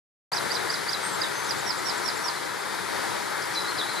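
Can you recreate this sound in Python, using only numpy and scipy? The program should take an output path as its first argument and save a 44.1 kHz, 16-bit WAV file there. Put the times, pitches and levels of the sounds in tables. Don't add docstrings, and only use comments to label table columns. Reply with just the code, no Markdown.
import sys
import numpy as np
from scipy import signal
from scipy.fft import rfft, irfft, next_fast_len
from scipy.io import wavfile
from scipy.ndimage import uniform_filter1d, map_coordinates

SR = 44100
rng = np.random.default_rng(int(sys.argv[2]) if len(sys.argv) > 2 else 0)


def dump(signal):
    limited = np.clip(np.atleast_2d(signal).T, -1, 1)
    pcm = np.round(limited * 32767).astype(np.int16)
    wavfile.write(sys.argv[1], SR, pcm)


N = 176400

# frequency in Hz, relative spectral density in dB.
WASH_SPECTRUM = [(35, -64), (60, -33), (93, -14.5), (129, -12), (187, -10.5), (259, -13), (334, -5.5),
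                 (384, -4), (452, -6.5), (687, -8.5), (846, -2), (972, 0), (1070, -4.5), (1320, -1.5),
                 (1440, -1.5), (2040, -4.5), (2760, -17.5), (3740, -10.5), (4820, -12), (5680, -17.5),
                 (6680, -18), (11100, -19), (14400, -35.5), (15400, -50)]
# time in seconds, level in dB.
WASH_LEVEL = [(0.33, -31), (1.82, -31.5), (2.13, -31), (2.53, -33), (2.97, -31), (3.2, -31), (3.45, -32),
              (4.0, -31)]
# frequency in Hz, left over right in dB.
WASH_PAN = [(60, 5), (110, 1), (200, 2.5), (380, 10.5), (700, 5.5), (1290, 5.5), (2380, 5), (4400, 2.5),
            (8120, 1.5), (15000, -0.5)]
# frequency in Hz, lead of the left in radians.
WASH_LEAD = [(60, 3.3), (350, 3.3), (600, 4.05), (800, 4.9), (1400, 5.5), (2400, 6.5), (3300, 6.0),
             (4000, 6.25), (6500, 6.5), (10000, 6.2)]
# frequency in Hz, coherence from 0 to 1.
WASH_COHERENCE = [(60, 0.22), (130, 0.47), (260, 0.71), (430, 0.43), (800, 0.84), (1900, 0.88),
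                  (2400, 0.52), (2800, 0.44), (4000, 0.81), (7000, 0.34), (14000, 0.71)]
# frequency in Hz, relative spectral density in dB.
BUFFET_SPECTRUM = [(15, -20), (30, -6), (90, -5), (150, 11.5), (260, -22), (400, -40)]
# time in seconds, level in dB.
BUFFET_LEVEL = [(.32, -55), (.6, -53.5), (1.6, -52), (2.4, -64), (3.4, -72), (4.0, -62)]

# time into the note in seconds, pitch in Hz, effort in dB.
DROP = [(0, 6200, -11), (.008, 5500, -14), (.014, 5000, -5), (.024, 4020, -1), (.04, 3970, 0),
        (.062, 3900, -7)]
DEEP_DROP = [(0, 5150, -6), (.011, 4700, -9), (.018, 4000, 1), (.03, 3880, -1), (.043, 3500, 1),
             (.055, 3350, -8)]
HELD = [(0, 4010, -3), (.015, 4000, 0), (.035, 3980, -3)]
CHIP = [(0, 6600, -3), (.008, 5100, -4), (.018, 4500, 0)]
FLICK = [(0, 5400, -3), (.006, 5050, 0), (.013, 4850, -2)]
# start in seconds, level in dB, time stretch, pitch ratio.
FAR_SONG = [ (DROP, [(3.535, -31, 1.0, 1.0)]), (DEEP_DROP, [(3.77, -31.5, 1.0, 1.0)]),
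            (HELD, [(3.61, -42, .7, .985), (3.645, -40, .75, .995), (3.677, -36.5, .95, 1.065),
            (3.735, -43, .9, 1.03), (3.815, -39, 1.0, .975), (3.865, -44, .5, .97),
            (3.887, -38.5, 1.05, 1.035), (3.958, -40.5, .8, 1.01), (3.542, -41, .4, 1.4),
            (2.36, -43.5, .7, 1.025), (2.478, -42.5, .6, 1.015)]), (FLICK, [(3.603, -37.5, 1.1, 1.0)]),
            (CHIP, [(3.418, -41, 1.0, 1.0), (3.575, -41, .8, .76)]), ]

# time into the note in seconds, pitch in Hz, effort in dB.
ARCH = [(0, 4050, -13), (.009, 4450, -2), (.019, 4700, -1), (.027, 4950, 0), (.03, 5100, -12),
        (.037, 5850, -1), (.045, 6130, 0), (.053, 5600, -5), (.061, 4880, 1), (.075, 4000, -1.5),
        (.083, 3800, -11)]
HIGH_WHISTLE = [(0, 8150, -12), (.025, 8500, -1), (.05, 8600, -1), (.095, 8380, -7), (.115, 7850, 1),
                (.135, 7450, 4), (.15, 7330, -8)]
HOOK = [(0, 5300, -5), (.012, 4860, 0), (.027, 3930, 0), (.042, 3570, -3), (.074, 3540, 0)]
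FLAT_WHISTLE = [(0, 5600, -3), (.006, 6000, -3), (.03, 6230, 0), (.07, 6220, -1), (.09, 6210, -7),
                (.155, 6200, -8)]
SLIDE = [(0, 7750, -6), (.02, 7120, -6), (.046, 6230, -11), (.053, 5800, 4), (.062, 5400, -9),
         (.07, 4900, 4), (.083, 4150, -5), (.09, 3950, -14)]
TICK = [(0, 5700, -12), (.008, 6000, -14), (.024, 7950, -9), (.033, 7480, -2), (.042, 6950, -2),
        (.052, 6400, -12)]
FALL = [(0, 5920, -17), (.025, 5680, -7), (.043, 5520, 1.5), (.053, 5430, -9), (.06, 5330, 3),
        (.071, 4870, 1.5), (.085, 4080, -3), (.092, 3900, -25)]
# start in seconds, level in dB before the path, time stretch.
NEAR_SONG = [ (ARCH, [(.311, -22, 1.0), (.494, -21, 1.0), (.68, -22, 1.03), (.871, -21, 1.01)]),
             (HIGH_WHISTLE, [(1.02, -21.5, 0.97)]), (HOOK, [(1.208, -20.5, 1.0)]),
             (FLAT_WHISTLE, [(1.33, -24.5, 1.0)]), (SLIDE, [(1.44, -20, 1.0)]), (TICK, [(1.562, -21, 1.0),
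             (1.754, -22, 1.0), (1.947, -21, 1.0), (2.138, -22, 1.0)]), (FALL, [(1.637, -21, 0.99),
             (1.831, -21, 0.95), (2.022, -22, 0.96), (2.215, -22.5, 1.0)]), ]
# frequency in Hz, gain in dB.
NEAR_PATH = [(3500, -14), (3930, -3), (4150, -11), (4400, -16), (4650, -9), (4900, 0), (5150, -15),
             (5300, -9), (5500, -6), (5750, -11), (6020, -22), (6250, -17), (6700, -22), (7300, -16),
             (8000, -22), (8550, -12)]
# frequency in Hz, left over right in dB.
NEAR_PAN = [(3600, -20.5), (4100, -3), (4600, -13), (4900, -11), (5700, -21), (6200, 1.5), (8500, -2.5)]


def amp(db):
    return 10 ** (np.asarray(db) / 20)


def unit_rms(x):
    return x / np.sqrt(np.mean(x ** 2) + 1e-20)


def at_hz(table, hz):
    knots_hz, values = np.transpose(table)
    return np.interp(np.log(hz + 1), np.log(knots_hz + 1), values)


def over_time(table):
    return np.interp(np.arange(N) / SR, *np.transpose(table))


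def wobble(rate_hz):
    knots = rng.standard_normal(int(N * rate_hz / SR) + 4)
    return map_coordinates(knots, [np.arange(N) * rate_hz / SR])


def filtered(x, response):
    size = next_fast_len(N + SR // 2)
    hz = np.fft.rfftfreq(size, 1 / SR)
    return irfft(rfft(x, size) * response(hz), size)[..., :N]


def traffic_and_leaves(patchy_db=0.84, drift_db=0.31):
    spectra = signal.stft(rng.standard_normal((2, N)), nperseg=512)[2]
    patches = uniform_filter1d(rng.standard_normal(spectra.shape[1:]), size=6, axis=0)
    patches = uniform_filter1d(patches, size=12, axis=1)
    shared, separate = signal.istft(spectra * amp(patchy_db * unit_rms(patches)), nperseg=512)[1][:, :N]
    pan = lambda hz: amp(at_hz(WASH_PAN, hz) / 2)
    lead = lambda hz: at_hz(WASH_LEAD, hz)
    coherence = lambda hz: at_hz(WASH_COHERENCE, hz)
    left = filtered(shared, lambda hz: pan(hz) * np.exp(1j * lead(hz)))
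    right = filtered(shared, lambda hz: coherence(hz) / pan(hz))
    right += filtered(separate, lambda hz: np.sqrt(1 - coherence(hz) ** 2) / pan(hz))

    def colour(hz):
        interference = 2 * coherence(hz) * np.cos(lead(hz))
        mean_gain = np.sqrt(pan(hz) ** 2 + pan(hz) ** -2 + interference) / 2
        return amp(at_hz(WASH_SPECTRUM, hz)) / mean_gain

    wash = filtered(np.array([left, right]), colour)
    level_db = over_time(WASH_LEVEL) + drift_db * wobble(7.33)
    return wash / np.std(wash.mean(0)) * amp(level_db)


def wind_buffet(lumpy_db=2.5, opposed=.15, top_hz=400):
    spectrum = lambda hz: amp(at_hz(BUFFET_SPECTRUM, hz)) * (hz < top_hz)
    left, separate = filtered(rng.standard_normal((2, N)), spectrum)
    right = np.sqrt(1 - opposed ** 2) * separate - opposed * left
    level_db = over_time(BUFFET_LEVEL) + lumpy_db * wobble(7.6)
    return unit_rms(np.array([left, right])) * amp(level_db)


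def sing(song, gains, flutter_db, waver, detune=.003, edge_s=.003):
    voice = np.zeros((2, N + SR))
    unsteady = 1 + waver * wobble(250)
    for shape, notes in song:
        knots_s, knots_hz, effort_db = np.transpose(shape)
        for start_s, level_db, stretch, *pitch_ratio in notes:
            t = np.arange(int(knots_s[-1] * stretch * SR)) / SR
            first = round(start_s * SR)
            span = slice(first, first + len(t))
            glide = uniform_filter1d(np.interp(t / stretch, knots_s, knots_hz), size=100, mode="nearest")
            pitch = glide * (1 + detune * rng.normal()) * np.prod(pitch_ratio)
            fade = np.clip(np.minimum(t, t[-1] - t) / edge_s, 0, 1)
            envelope = fade * amp(level_db + np.interp(t / stretch, knots_s, effort_db))
            cycles = np.cumsum(pitch * unsteady[span]) / SR + rng.random()
            voice[:, span] += np.sqrt(2) * envelope * np.sin(2 * np.pi * cycles) * gains(pitch)
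    return voice[:, :N] * amp(flutter_db * wobble(160))


def among_trees(direct, echo_db, t60_s=.5, leaves_db=8, leaves_t60_s=.06, gap_s=.003):
    t = np.arange(SR // 2) / SR
    decay = amp(-60 * t / t60_s) + amp(leaves_db - 60 * t / leaves_t60_s)
    tail = rng.standard_normal((2, len(t))) * decay * (t > gap_s)
    tail[0] = .6 * tail[1] + .8 * tail[0]
    tail /= np.linalg.norm(tail[1])
    scattered = signal.fftconvolve(direct[1:], tail, axes=1)[:, :N]
    return direct + amp(echo_db) * scattered


def far_bird(left_db=1.5, trunk_delay_s=.014, trunk_db=-5):
    voice = sing(FAR_SONG, lambda hz: amp([[left_db], [0]]), flutter_db=3, waver=.012)
    reflection = np.pad(voice, ((0, 0), (round(trunk_delay_s * SR), 0)))[:, :N]
    return among_trees(voice + amp(trunk_db) * reflection, echo_db=-5)


def path_gains(hz):
    right_db = at_hz(NEAR_PATH, hz)
    return amp([right_db + at_hz(NEAR_PAN, hz), right_db])


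def near_bird():
    voice = sing(NEAR_SONG, path_gains, flutter_db=2, waver=.004)
    return among_trees(voice, echo_db=-11)


def scene():
    return near_bird() + far_bird() + traffic_and_leaves() + wind_buffet()


def record(dry, start_s=.3165, rise_s=.005, top_hz=15650):
    t = np.arange(N) / SR - start_s
    rise = np.clip(t / rise_s, 0, 1)
    return filtered(dry * rise, lambda hz: hz < top_hz) * (t > 0)


dry = scene()
out = record(dry)
dump(out)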